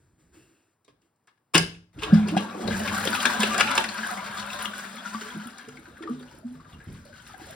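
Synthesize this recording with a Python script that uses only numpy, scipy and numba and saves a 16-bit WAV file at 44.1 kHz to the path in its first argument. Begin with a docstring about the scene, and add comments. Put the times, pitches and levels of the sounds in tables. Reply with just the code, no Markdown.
"""In a small tiled bathroom, a hand twists the flush valve out of an open ceramic cistern under a held phone.
Skin and cloth rub as filtered noise; the valve clacks and rattles as bursts of tiny contacts ring its modes.
The last water gulps as fading sines and rushes away as swarms of bubbles and noise, dwindling to a trickle.
The outlet pipe hums as narrow noise, and drops from the valve make a smack, a bubble note and a splatter.
Noise echoes answer from the walls; the phone's two microphone ports differ in level and phase."""
import sys
import numpy as np
from scipy import signal
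from scipy.fft import rfft, irfft, next_fast_len
from scipy.io import wavfile
from scipy.ndimage import uniform_filter1d
from numba import njit

SR = 44100
rng = np.random.default_rng(int(sys.argv[2]) if len(sys.argv) > 2 else 0)


def transcribe(signal):
    """Save signal, clipped to [-1, 1], as a 16-bit WAV file at the path in sys.argv[1]."""
    frames = np.atleast_2d(signal).T
    limited = np.clip(frames, -1, 1)
    pcm = np.round(limited * 32767).astype(np.int16)
    wavfile.write(sys.argv[1], SR, pcm)


N = 332955

# water leaving the cistern, before random wavering: [t/s, level/dB]
WATER_FLOW = [(1.93, -71), (2.02, -51), (2.08, -39.5), (2.42, -42), (2.56, -46.5), (2.7, -44.5),
              (2.96, -35.5), (3.4, -33.5), (3.57, -33), (3.73, -29.5), (3.9, -40), (4.56, -38.5),
              (4.81, -45.5), (5.0, -44), (5.5, -49), (5.65, -57), (6.2, -58.5), (6.45, -72.5), (6.7, -61),
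              (7.0, -66), (7.3, -62), (7.55, -60)]
# tone colour of fine spray, also used for rubbing: [f/Hz, gain/dB]
SPRAY_COLOUR = [(300, -33), (1500, 0.5), (3000, -10.5), (5500, -11), (7000, -10.5), (10000, -16),
                (14000, -10), (17000, -29.5)]


def undb(db):
    """Turn decibels into a plain gain."""
    return 10 ** (np.asarray(db) / 20)


def level(x, db):
    """Scale a sound to an rms level in dB."""
    return x * undb(db) / np.sqrt(np.mean(x ** 2))


def track(table, outside=-120):
    """Draw each table column as a line over all samples, with a fixed value outside the table's times."""
    s, *columns = np.transpose(table)
    t = np.arange(N) / SR
    return [np.interp(t, s, column, left=outside, right=outside) for column in columns]


def coloured(x, points):
    """Change the tone by gains in dB, joined by straight lines over log frequency."""
    hz, db = np.transpose(points)
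    size = next_fast_len(N)
    f = np.maximum(np.fft.rfftfreq(size, 1 / SR), 1)
    gain = undb(np.interp(np.log(f), np.log(hz), db))
    return irfft(rfft(x, size) * gain, size)[..., :N]


@njit
def svf(x, hz, width):
    """Let through a band around a centre that may move; the gain at the centre is 1."""
    y, b, l = np.empty(len(x)), 0., 0.
    for i in range(len(x)):
        g, k = np.tan(np.pi * hz[i] / SR), width / hz[i]
        v = (b + g * (x[i] - l)) / (1 + g * (g + k))
        b, l, y[i] = 2 * v - b, l + 2 * g * v, k * v
    return y


def band(x, hz, width):
    """Let through a band around a fixed centre."""
    return svf(x, np.full(len(x), min(1. * hz, .45 * SR)), max(1. * width, 5.))


def twice(x, hz, width):
    """Apply the same band filter twice, for steeper sides."""
    return band(band(x, hz, width), hz, width)


def walk(rate):
    """Make a smooth random wander around zero that heads somewhere new about rate times per second."""
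    k = int(SR / rate)
    steps = np.repeat(rng.standard_normal(N // k + 1), k)
    return 0.99 * uniform_filter1d(uniform_filter1d(steps, k), k)[:N]


def add(out, s, sound, peak_db, pan_db):
    """Lay a sound into the stereo track at a peak level; pan_db is left minus right."""
    i = int(s * SR)
    n = min(len(sound), N - i)
    sides_db = peak_db + np.array([[pan_db], [-pan_db]]) / 2
    out[:, i:i + n] += sound[:n] / np.abs(sound).max() * undb(sides_db)


def ring(t, hz, t60_s, rise_s, glide):
    """Swell a sine to its crest, then let it fade while its pitch slides by the share glide."""
    since = t - rise_s
    bend = since + glide * (t - t60_s / 4 * (1 - np.exp(-4 * t / t60_s)))
    swell = np.sin(np.pi / 2 * np.minimum(t / rise_s, 1)) ** 2
    fade = 1000 ** (-np.maximum(since, 0) / t60_s)
    return np.cos(2 * np.pi * hz * bend) * swell * fade


def strokes(table, attack_s, sag_db_s, fade_db_s):
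    """Gain of movements that each swell, change slowly while they last and then fade."""
    t = np.arange(N) / SR
    gain = 0
    for s, db, length_s in table:
        sag_db = sag_db_s * np.maximum(t - s, 0)
        fade_db = fade_db_s * np.maximum(t - s - attack_s - length_s, 0)
        # a stroke at time 0 is already under way
        swell = np.clip((t - s) / attack_s + (s == 0), 0, 1) ** 2
        gain = gain + undb(db - sag_db - fade_db) * swell
    return gain


def rubbing():
    """Skin and cloth rub on the plastic as coloured noise; a narrow moving band of it is the skin's squeak."""
    # hand and sleeve rubbing: [t/s, level/dB, length/s]
    rubs = [(0, -69, 0.17), (.17, -65, 0.21), (.315, -56.5, 0.39), (.995, -71.5, 0.042)]
    # bands that stand out in the rubbing: [f/Hz, width/Hz, gain/dB]
    rub_rings = [(330, 75, 16), (1620, 54, -5), (7100, 2700, -10)]
    # skin squeaking on the plastic, before wavering: [t/s, level/dB, length/s]
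    squeaks = [(.325, -67.5, 0.12), (.48, -74, 0.1), (.6, -87, 0.085)]
    shape = dict(attack_s=0.031, sag_db_s=44.5, fade_db_s=246)
    noise = rng.standard_normal(N)
    rub = coloured(noise, SPRAY_COLOUR) + sum(undb(db) * band(noise, hz, w) for hz, w, db in rub_rings)
    squeak_hz = 2660 * (1 + 0.013 * walk(19))
    squeak = level(svf(noise, squeak_hz, 130.0), 0) * undb(2.6 * walk(40.2))
    return level(rub, 0) * strokes(rubs, **shape) + squeak * strokes(squeaks, **shape)


def rumble():
    """Moving air, hand movement and the drain are deep noise that reaches both ports alike."""
    # air and hand movement at the phone: [t/s, level/dB, length/s]
    thumps = [(0, -63.5, 0.15), (.2, -61.5, 0.23), (.86, -67, 0.071), (1.57, -38.5, 0.051),
              (1.94, -38.5, 0.18), (2.08, -40, 0.045), (2.62, -32.5, 0.06), (2.89, -50, 0.024),
              (3.74, -57, 0.016), (5.65, -57, 0.61), (6.3, -52.5, 0.35), (6.71, -43.5, 0.027),
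              (6.855, -35.5, 0.01), (6.91, -45, 0.012), (7.1, -53.5, 0.58), (7.44, -53, .1)]
    deep = band(twice(rng.standard_normal(N), 53, 170.0), 58, 200.0)
    # the drain follows the rush 13 dB below it, and wavers
    drain = undb(track(WATER_FLOW)[0] - 13 + 3 * walk(6.8))
    # the negative sag lets a thump grow slightly while it lasts
    movement = strokes(thumps, attack_s=0.033, sag_db_s=-1.5, fade_db_s=122.5)
    return level(deep, 0) * (movement + drain)


def still_room():
    """The quiet room is steady coloured noise."""
    # tone colour of the quiet: [f/Hz, gain/dB]
    quiet_colour = [(35, -32.5), (60, -6.5), (96, 1.5), (566, -12), (862, -11.5), (946, -10.5), (3580, -30),
                    (16000, -29.5)]
    return level(coloured(rng.standard_normal(N), quiet_colour), -74.5)


def gulps():
    """Gulps of air and a few soft thumps ring as low fading sines, often with a sliding pitch."""
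    # gulps and soft thumps, glide below zero falls: [t/s, peak level/dB, f/Hz, rise/ms, glide/share of f]
    gulp_list = [(0.363, -48, 314, 12.6, 0.05), (1.975, -35, 298.5, 8.1, 0.05), (2.02, -29, 425, 17, 0.03),
                 (2.074, -31.5, 292, 18, 0.12), (2.12, -6, 212.8, 13.6, -0.012),
                 (2.17, -35, 790, 12, -0.0025), (2.33, -30.5, 560, 18, .25),
                 (2.318, -23, 309.3, 10, 0.0041), (2.365, -14, 184, 5.1, 0.18), (2.366, -12.5, 683, 4, 0.2),
                 (2.626, -27, 216.6, 8.5, 0.049), (2.65, -30.5, 95, 15.9, -0.02),
                 (2.674, -28.5, 470, 11, -0.021), (2.707, -24, 208.2, 7.3, -0.029),
                 (2.879, -32.5, 98.8, 18.7, -0.032), (3.053, -35, 211, 6.5, 0.0014),
                 (3.389, -19.5, 209, 15.5, 0.036), (3.698, -30.5, 243, 12, 0.13),
                 (4.369, -35.5, 199.6, 31.7, 0.049), (4.667, -37.5, 207, 23.4, -0.013),
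                 (5.146, -29.5, 214.4, 3.7, 0.047), (5.211, -39.5, 413, 8, 0.044),
                 (5.25, -41, 421, 14, 0.04), (5.344, -29.5, 214.8, 8.7, -0.052),
                 (5.455, -32, 225, 5.4, 0.13), (5.675, -36.5, 227, 4.9, 0.15),
                 (5.677, -39, 421, 6.5, 0.085), (5.69, -45.5, 140.6, 7.3, 0.049),
                 (5.736, -50, 420, 8, 0.14), (5.78, -46, 312, 8.4, 0.061), (5.875, -43.5, 320, 8, 0.14),
                 (5.91, -51, 450, 8, 0.18), (6.006, -33, 333, 2.85, -0.084),
                 (6.031, -39.5, 424, 7.4, -0.048), (6.051, -30, 327, 6, -0.031),
                 (6.092, -21.5, 223, 21.9, 0.156), (6.086, -32.5, 416, 8, 0.16),
                 (6.151, -46, 431, 8, -0.093), (6.15, -37, 248, 34, -0.0017),
                 (6.109, -40.5, 149.4, 21.4, -0.024), (6.205, -45, 412, 8, 0.07),
                 (6.335, -51, 515, 12, 0.081), (6.385, -54, 600, 8, .12), (6.43, -49, 650, 6, .05),
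                 (6.54, -51, 400, 6.6, 0.12), (6.439, -26.5, 231, 22, 0.086),
                 (6.499, -38.5, 252, 23, 0.014), (6.523, -45, 155.3, 62, -0.0073),
                 (6.864, -34, 90.5, 17, 0.32), (6.867, -46, 320, 4.1, 0.19), (6.945, -45, 211, 5.5, 0.031),
                 (7.413, -38.5, 286, 4, 0.27)]
    out, t = np.zeros((2, N)), np.arange(int(.9 * SR)) / SR
    for s, db, hz, ms, glide in gulp_list:
        # rising and loud ones die sooner than the basic 93 cycles to 60 dB down
        loss = 1 + 12 * max(glide, 0) + 0.5 * undb(db)
        add(out, s, ring(t, hz, 93 / hz / loss, ms / 1000, glide), db, 0)
    return out


def tank_thuds():
    """Blows on the ceramic tank ring its modes; harder blows reach more of the upper ones."""
    # thuds: [t/s, peak level/dB, rise of the main and lower modes/ms, hardness/dB per octave]
    thuds = [(1.549, -10, 6.8, -5.5), (1.58, -19, 6.3, -7), (1.603, -23, 7.2, -27), (2.124, -5.5, 9.1, -27),
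             (5.358, -30, 12, -9.5)]
    # modes of the tank: [f/Hz, strength before hardness/dB, fade by 60 dB/s]
    tank = [(100.2, -25, 1), (167.9, -2.5, 0.32), (172.6, -16, 0.7), (325.5, 7.5, 0.063),
            (314, -21.5, 0.66), (640, -14, 0.14), (790, -18.5, .2)]
    out, t = np.zeros((2, N)), np.arange(int(.9 * SR)) / SR
    main_hz = tank[1][0]
    for s, db, ms, hard_db in thuds:
        modes = 0
        for hz, mode_db, t60_s in tank:
            octaves = max(np.log2(hz / main_hz), 0)
            # upper modes speak sooner
            rise_s = ms / 1000 * min(main_hz / hz, 1)
            modes = modes + undb(mode_db + hard_db * octaves) * ring(t, hz, t60_s, rise_s, 0)
        add(out, s, modes, db, 0)
    return out


def knocks():
    """A quick run of tiny contacts rings the valve's modes and one chosen note, with a crack and a thud."""
    # plastic knocks and a few splashes of water; crack and thud are rms levels beside a body near 0 dB:
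    # [t/s, peak level/dB, chosen note f/Hz, crack level/dB, thud level/dB, rattle fade/ms]
    knock_list = [(0.847, -51, 3760, 6, 2, 13), (0.878, -45.5, 1050, -24, 5, 18),
                  (1.017, -59.5, 2700, 4, -14, 35), (1.16, -69, 7000, 7, -30, 6),
                  (1.238, -72, 5970, 0, -30, 6), (1.272, -46, 1620, -4, -32.5, 10),
                  (1.277, -52.5, 1160, -26.5, -13.5, 16), (1.375, -61, 1640, -27, -17.5, 5.6),
                  (1.538, -18.5, 1100, -10, -2, 8.8), (1.544, -6.5, 2740, -12, -12.5, 14),
                  (1.549, -6.5, 1534, -30, -15.5, 8.3), (1.552, -4.5, 3000, 2.5, 3, 18),
                  (1.579, -5.5, 5050, 1, -19, 4.3), (1.745, -45.5, 2347, -26, -26.5, 10),
                  (1.987, -37, 2700, -38, -15, 21), (2.019, -29, 2640, -36, -25, 7.9),
                  (2.023, -26.5, 1140, -40, -25, 15), (2.032, -18.5, 2730, -43, -20, 6.2),
                  (2.035, -31.5, 3330, -44, -9, 9.4), (2.043, -26.5, 1110, -46, -10, 32),
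                  (2.124, -39, 1100, -30, -5.5, 9.5), (2.135, -27.5, 4740, -9.5, -5, 18),
                  (2.14, -29.5, 1360, -24, -9, 54), (2.27, -35, 4500, -19, -15, 32),
                  (2.283, -25.5, 2690, -5, -12, 15), (2.365, -21, 800, -19, -23, 7.5),
                  (2.373, -18.5, 2690, -14, -20, 13), (2.643, -29, 600, -24, 21, 12),
                  (2.674, -23, 3780, -18, -13, 10), (2.874, -22, 2380, -32, -18, 14),
                  (3.052, -18, 537, -1, 0, 9), (3.074, -13.5, 2800, -20, 4.5, 3.4),
                  (3.145, -18, 2720, -35, -24, 12), (3.203, -19, 2900, -37, -16, 2.9),
                  (3.228, -16, 1300, -4, -34, 21), (3.253, -7, 1460, -26, -8, 9),
                  (3.403, -13, 3370, -2.5, -42, 36), (3.432, -7.5, 2590, -13, -2.5, 5.05),
                  (3.543, -18.5, 1450, -9, -27, 6.2), (3.579, -13.5, 1810, 0.5, -28, 24),
                  (3.596, -13.5, 1340, -12, -39, 10), (3.605, -5.5, 2570, -28, -32, 7.5),
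                  (3.608, -10.5, 1330, -32, -6, 3.3), (3.672, -19.5, 2410, -33, -35, 19),
                  (3.706, -15, 1430, -33, -37, 18), (3.752, -13.5, 1310, -4, -28, 12),
                  (3.779, -6, 910, -34, -30, 3.8), (3.777, -9.5, 2570, -19, -6.5, 5.3),
                  (3.839, -16, 1780, -10, -35, 8.3), (3.886, -23, 4150, -38, -28, 9.3),
                  (4.396, -28, 3770, -25, -23, 5.2), (4.426, -28, 2600, -25, -23, 3.8),
                  (4.656, -16.5, 2820, -30, -11, 3.7), (4.793, -32, 1110, -29, -21, 4.7),
                  (5.582, -33.5, 1620, -1, -12, 32), (5.686, -35.5, 1350, -1, -1, 6.1),
                  (6.023, -35, 1320, -21, -22, 11), (7.05, -45, 4200, -4, -27, 31),
                  (7.285, -46, 5250, -7, -22, 18)]
    # modes of the valve, before random change: [f/Hz, width/Hz, strength/dB]
    valve = [(870, 200, 0), (1110, 110, 2.5), (1390, 190, -3), (1640, 75, 5), (2137, 180, -6.5),
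             (2730, 120, -6.5), (3155, 110, -4), (3390, 110, -5.5), (3730, 200, -11.5), (4800, 710, -3.5),
             (7700, 600, -32.5)]
    # each knock starts this long before its listed time; random left-right difference
    lead_s, spread_db = 0.0022, 3.5
    out, t = np.zeros((2, N)), np.arange(int(.1 * SR)) / SR
    for s, db, hz, crack_db, thud_db, ms in knock_list:
        chance = rng.standard_normal((2, len(t)))
        rise_ms = min(5.05, 0.77 * ms)  # short knocks are sharp
        swell = np.minimum(t * 1000 / rise_ms, 1) ** 1.9
        force = swell * np.exp(-np.maximum(t * 1000 - rise_ms, 0) / ms)
        contacts = chance[0] * np.abs(chance[1]) ** 1.14 * force
        body = 0
        for f, w, mode_db in valve:
            gain = undb(mode_db + 2.4 * rng.standard_normal()) / np.sqrt(w)
            body = body + gain * band(contacts, f, w)
        note = band(band(contacts, hz, 0.37 * hz), hz, 0.2 * hz)
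        clatter = band(band(contacts, 2070, 1800.0), 2330, 1900.0)
        # the crack of first contact fades on top of the rattle's own fade
        crack = twice(contacts * np.exp(-t / 0.0031), 5800, 8000.0)
        thud = twice(contacts, 450, 490.0)
        sound = level(body, -0.079) + level(note, 0.22) + level(clatter, -2.2)
        sound = sound + level(crack, crack_db) + level(thud, thud_db)
        add(out, s - lead_s, sound, db, spread_db * rng.standard_normal())
    return out


@njit
def bubbles(start, hz, cycles, size, glide, length):
    """Each bubble is a fading sine whose pitch rises as it nears the surface."""
    out = np.zeros(length)
    for j in range(len(start)):
        tau, phase = cycles[j] * SR / hz[j], 0.
        for i in range(min(int(5 * tau), length - start[j])):
            phase += 2 * np.pi * hz[j] * (1 + glide * i / tau) / SR
            out[start[j] + i] += size[j] * np.sin(phase) * (np.exp(-i / tau) - np.exp(-8 * i / tau))
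    return out


def swarm(count, lo_hz, hi_hz, cycles, scatter_db, glide=0.043):
    """Bubbles start at random moments and pitches, a few much louder than the rest."""
    when, pitch, loudness, life = rng.random((count, 4)).T
    start = (when * N).astype(np.int64)
    hz = lo_hz * (hi_hz / lo_hz) ** pitch
    size = undb(-scatter_db * np.log(1 - 0.99 * loudness))
    return level(bubbles(start, hz, cycles * (.5 + life), size, glide, N), 0)


def splashes():
    """Separate splashes over an even flow: sudden, soon gone, a few much larger."""
    hits = (rng.random(N) < 72 / SR) * rng.exponential(size=N)  # about 72 per second
    fade = np.exp(-1 / (0.0073 * SR))
    splash = signal.lfilter([1], [1, -fade], uniform_filter1d(hits, size=60))
    return level(1.5 + level(splash, -5.5), 0)


def rush():
    """Bubbles and churning noise ring the hollow air of the cistern, with plops of larger bubbles."""
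    # air of the cistern, before wandering and widening: [f/Hz, width/Hz, strength/dB]
    bowl = [(577, 73, -10), (749, 72, -8.5), (1007, 59, -0.5), (1142, 110, -3), (1271, 160, -5.5),
            (1410, 145, -1.5), (1593, 100, 1.5), (1756, 14, -30.5), (2460, 330, -9), (3710, 510, -7.5)]
    # tone colour of the open rush: [f/Hz, gain/dB]
    rush_colour = [(30, -68), (150, -24), (300, -23), (450, -9), (700, -1), (1500, 10), (2200, -3.5),
                   (4000, 5.5), (16000, -30.5)]
    churn = swarm(count=9000, lo_hz=400.0, hi_hz=3400, cycles=2.63, scatter_db=1.5)
    churn = churn + 0.36 * level(band(rng.standard_normal(N), 1300, 2500.0), 0)
    hollow = 0
    for hz, w, db in bowl:
        # the air pockets change shape, so their notes wander
        pocket_hz, width_hz = hz * (1 + 0.041 * walk(12)), 1.26 * w
        pocket = svf(svf(churn, pocket_hz, width_hz), pocket_hz, width_hz)
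        hollow = hollow + undb(db + 8.2 * walk(18)) * pocket
    plops = swarm(count=4200, lo_hz=560.0, hi_hz=2600, cycles=6.7, scatter_db=2.0, glide=0.045)
    return level(level(hollow, 0) + level(coloured(churn, rush_colour), -0.75) + level(plops, -4.8), 0)


def spray():
    """Fine spray is noise and tiny bubbles in uneven lumps, with brief treble flecks."""
    mist = rng.standard_normal(N)
    mist = mist + 0.41 * swarm(count=4000, lo_hz=2583, hi_hz=15570, cycles=6.2, scatter_db=3.0)
    # each pitch range has its own lumps
    centres_hz = 1000 * 2 ** np.arange(0, 4.1, .5)
    lumps = sum(undb(3.3 * walk(28)) * band(mist, hz, 0.62 * hz) for hz in centres_hz)
    # about 9 flecks per second burst close by, each with a short fizz
    flecks = (rng.random(N) < 9 / SR) * undb(2.9 * rng.standard_normal(N))
    fizz = signal.lfilter([1], [1, -np.exp(-1 / (0.0033 * SR))], flecks) * rng.standard_normal(N)
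    return level(coloured(lumps, SPRAY_COLOUR), 0) + level(twice(fizz, 11300, 7000.), -11.5)


def water():
    """Rush, gurgle and spray follow the outflow; splashes shake the rush and spray, and all surge together."""
    # fine spray of the water, before wavering: [t/s, level/dB]
    spraying = [(1.93, -64.5), (2.03, -51.5), (2.25, -55.5), (2.4, -45.5), (2.6, -47.5), (2.72, -39),
                (2.85, -38.5), (3.1, -33), (3.6, -38.5), (3.95, -42), (5.3, -45), (5.7, -58.5),
                (6.2, -59.5), (6.48, -62), (6.75, -61.5), (7.02, -59), (7.28, -55), (7.55, -51)]
    # large bubbles in the water, before wavering: [t/s, level/dB]
    gurgling = [(1.93, -70.5), (2.08, -41.5), (2.5, -44.5), (2.68, -39.5), (3.5, -45.5), (4.1, -54),
                (4.9, -63), (5.3, -58.5), (5.7, -65.5), (6.08, -57), (6.4, -62), (7.05, -70), (7.55, -56)]
    (rush_db,), (spray_db,), (gurgle_db,) = track(WATER_FLOW), track(spraying), track(gurgling)
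    splash = splashes()
    gurgle = swarm(count=2600, lo_hz=291.5, hi_hz=953, cycles=2.9, scatter_db=2.6, glide=0.09)
    mix = np.sqrt(splash) * rush() * undb(rush_db)
    mix = mix + gurgle * undb(gurgle_db + 2 * walk(8.4))
    mix = mix + splash * spray() * undb(spray_db + 2.3 * walk(30))
    return mix * undb(0.5 * walk(9.1))


def outlet():
    """Turbulence keeps the air column of the pipe humming: noise through a narrow moving band."""
    # air column of the outlet pipe, level before wavering: [t/s, f/Hz, level/dB]
    pipe = [(2.15, 204, -52), (2.27, 199, -30), (2.56, 202, -39.5), (2.7, 192.6, -32.5), (3.2, 222, -34),
            (3.9, 212, -44.5), (4.06, 209, -43), (4.5, 201, -49), (5.1, 213, -47.5), (5.7, 242, -53.5),
            (6.6, 242, -65), (7.55, 217, -59.5)]
    hz, db = track(pipe)
    hz = np.clip(hz, 150, 300)  # keeps a valid pitch outside the table, where the hum is silent
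    hum = svf(svf(rng.standard_normal(N), hz, 43.0), hz, 43.0)
    return level(hum, 0) * undb(db + 1.3 * walk(3.9))


def drops():
    """A drop gives a wet smack, the ring of a trapped bubble, and a splatter fluttering near the same note."""
    # drops falling from the valve: [t/s, peak level/dB, bubble f/Hz, splatter length/ms]
    drop_list = [(2.544, -36, 460, 22), (2.679, -24, 578, 11), (2.708, -27, 1590, 5.5),
                 (2.739, -29, 1620, 8.6), (2.801, -25, 618, 11), (2.816, -28, 1600, 4.8),
                 (2.846, -29, 1620, 26), (2.895, -26.5, 1600, 9.3), (2.914, -34, 950, 18),
                 (2.963, -22.5, 1528, 33), (3.13, -21.5, 1424, 25), (3.333, -28, 1460, 11),
                 (3.361, -28, 1500, 11), (3.984, -27, 1430, 11.4), (4.03, -24, 1586, 37),
                 (4.104, -31.5, 723, 26), (4.105, -28, 1510, 12), (4.168, -33, 732, 18),
                 (4.174, -29.5, 2090, 35), (4.263, -29, 1554, 15), (4.342, -35.5, 1494, 53),
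                 (4.471, -31, 1450, 13), (4.501, -27, 2650, 7.1), (4.642, -31.5, 1424, 9.1),
                 (4.733, -27, 1460, 8.2), (4.842, -32.5, 1620, 14), (4.966, -35, 2110, 6.7),
                 (4.98, -38, 3320, 27), (5.21, -41, 2800, 20), (5.302, -35.5, 3210, 5.4),
                 (5.051, -28.5, 1390, 13.5), (5.144, -24, 1154, 12), (5.214, -33.5, 1510, 10),
                 (5.284, -32.5, 1500, 25), (5.326, -45, 2180, 10), (5.369, -41, 1410, 68),
                 (5.415, -40, 1600, 21), (5.77, -39, 2120, 14), (5.855, -40, 1460, 9.5),
                 (5.967, -40.5, 1525, 13), (5.99, -48, 1170, 10), (6.035, -36, 1794, 9.3),
                 (6.073, -29.5, 1170, 7.3), (6.196, -47, 3480, 15), (6.225, -51, 4440, 8.5),
                 (6.226, -44.5, 1620, 17), (6.28, -49, 2870, 11), (6.551, -53, 1217, 16),
                 (6.598, -42.5, 1117, 8.7), (6.646, -49, 1600, 14), (6.652, -49, 1190, 26),
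                 (6.72, -56, 1150, 22), (6.724, -51, 3400, 10), (6.728, -49, 2810, 33),
                 (6.8, -41.5, 1610, 31), (6.857, -54, 2000, 8), (7.052, -45, 560, 14),
                 (7.093, -48, 587, 14), (7.126, -45.5, 1490, 66), (7.196, -49, 1540, 20),
                 (7.199, -49, 3100, 15), (7.292, -40.5, 1244, 23), (7.296, -50, 760, 13),
                 (7.339, -38.5, 743, 12.5), (7.342, -41, 1600, 15), (7.397, -42.5, 760, 16),
                 (7.442, -43, 1620, 9.1), (7.469, -43, 634, 37), (7.514, -45, 1600, 30)]
    pan_db, spread_db = 1, 3  # drops fall left of the phone, with a random spread
    out, t = np.zeros((2, N)), np.arange(int(.15 * SR)) / SR
    for s, db, hz, ms in drop_list:
        chance = rng.standard_normal((2, len(t)))
        splash = chance[0] * np.minimum(t / 0.0032, 1) * np.exp(-t / 0.0085)
        smack = twice(splash, hz, 0.61 * hz)
        patter = chance[1] * np.minimum(t / 0.0025, 1) * np.exp(-(t * 1000 / ms) ** 3)
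        flutter = svf(patter, hz * (1 + 0.41 * t), 0.04 * hz)
        # big, low bubbles ring longer
        bubble = ring(t, hz, 0.037 * np.sqrt(1000 / hz), 0.00294, 0.09)
        sound = undb(-0.5) * bubble + flutter / np.abs(flutter).max()
        sound = sound + undb(-8) * smack / np.abs(smack).max()
        add(out, s, sound, db, pan_db + spread_db * rng.standard_normal())
    return out


def bathroom(x, low):
    """Tiled walls answer with dense echoes: noise that fades band by band."""
    # echo bands, strength before evening out by pitch and fade: [f/Hz, fade by 60 dB/s, strength/dB]
    room = [(218, 0.38, -9.5), (720, 0.11, -12), (1600, 0.35, -13.5), (3700, 0.34, -9.5),
            (5900, 0.034, -13), (11400, 0.28, -1)]
    # echo that differs left to right: [f/Hz, gain/dB]
    room_wide = [(150, -26), (600, 1), (4000, 1), (8000, -0.5), (16000, -26)]
    t = np.arange(int(.6 * SR)) / SR
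    answers = []
    for noise in rng.standard_normal((3, len(t))):
        echo = 0
        for hz, t60_s, db in room:
            fade = 1000 ** (-t / t60_s) / np.sqrt(hz * t60_s)
            echo = echo + undb(db) * band(noise, hz, 0.88 * hz) * fade
        answers.append(signal.fftconvolve(x, echo * np.minimum(t / 0.0013, 1))[:N])
    # two noise echoes are blended by a fast random turn, which smooths the tail
    turn = np.cumsum(130 * walk(14)) / SR  # wandering speed, in radians per second
    mid = np.cos(turn) * answers[0] + np.sin(turn) * answers[1]
    # low sounds use one steady echo, the last one made
    mid = mid + signal.fftconvolve(low, echo)[:N]
    side = coloured(np.cos(turn) * answers[2] + np.sin(turn) * answers[0], room_wide)
    return mid + side * np.array([[1], [-1]])


def scene():
    """Add the valve and water close by, their echoes, the hands and the still room."""
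    near = knocks() + drops() + water()
    low = gulps() + tank_thuds() + outlet()
    # low sounds are sent only faintly into the echo, so the gulps stay clear
    echoes = bathroom(near.mean(axis=0), 0.14 * low[0])
    return near + low + echoes + rubbing() + rumble() + still_room()


def record(dry):
    """The two ports differ in level and phase with frequency; peaks are rounded and the top is cut."""
    # how far the left port leads: [f/Hz, phase/rad]
    port_lead = [(0, 0), (690, 1.1), (1810, -0.4), (3010, 0.9), (5080, -0.1), (5860, -2.3), (6720, -3.1),
                 (7150, -4.3), (8350, -6.1), (9820, -6.4), (11800, -9.1), (13700, -9.7), (15200, -12.4),
                 (16500, -12.6)]
    # left minus right: [f/Hz, level difference/dB]
    port_tilt = [(60, -4.5), (110, 1.5), (200, -0.5), (380, -1.5), (700, -0.5), (1290, 7.5), (2380, 0.5),
                 (4400, 7), (8120, -1.5), (15000, 0.5)]
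    top_hz = 16300
    size = next_fast_len(N)
    f = np.fft.rfftfreq(size, 1 / SR)
    lead = np.interp(f, *np.transpose(port_lead))
    tilt_hz, tilt_points_db = np.transpose(port_tilt)
    tilt_db = np.interp(np.log(f + 1), np.log(tilt_hz), tilt_points_db)
    # the ports lose the deepest bass
    left, right = rfft(dry, size) * f ** 2 / (f ** 2 + 70.0 ** 2)
    left = left * undb(tilt_db / 2)
    right = right * undb(-tilt_db / 2) * np.exp(-1j * lead)
    ports = irfft([left, right], size)[:, :N]
    top_cut = signal.ellip(10, .2, 80, top_hz, fs=SR, output="sos")
    return signal.sosfilt(top_cut, np.tanh(ports))


dry = scene()
out = record(dry)
transcribe(out)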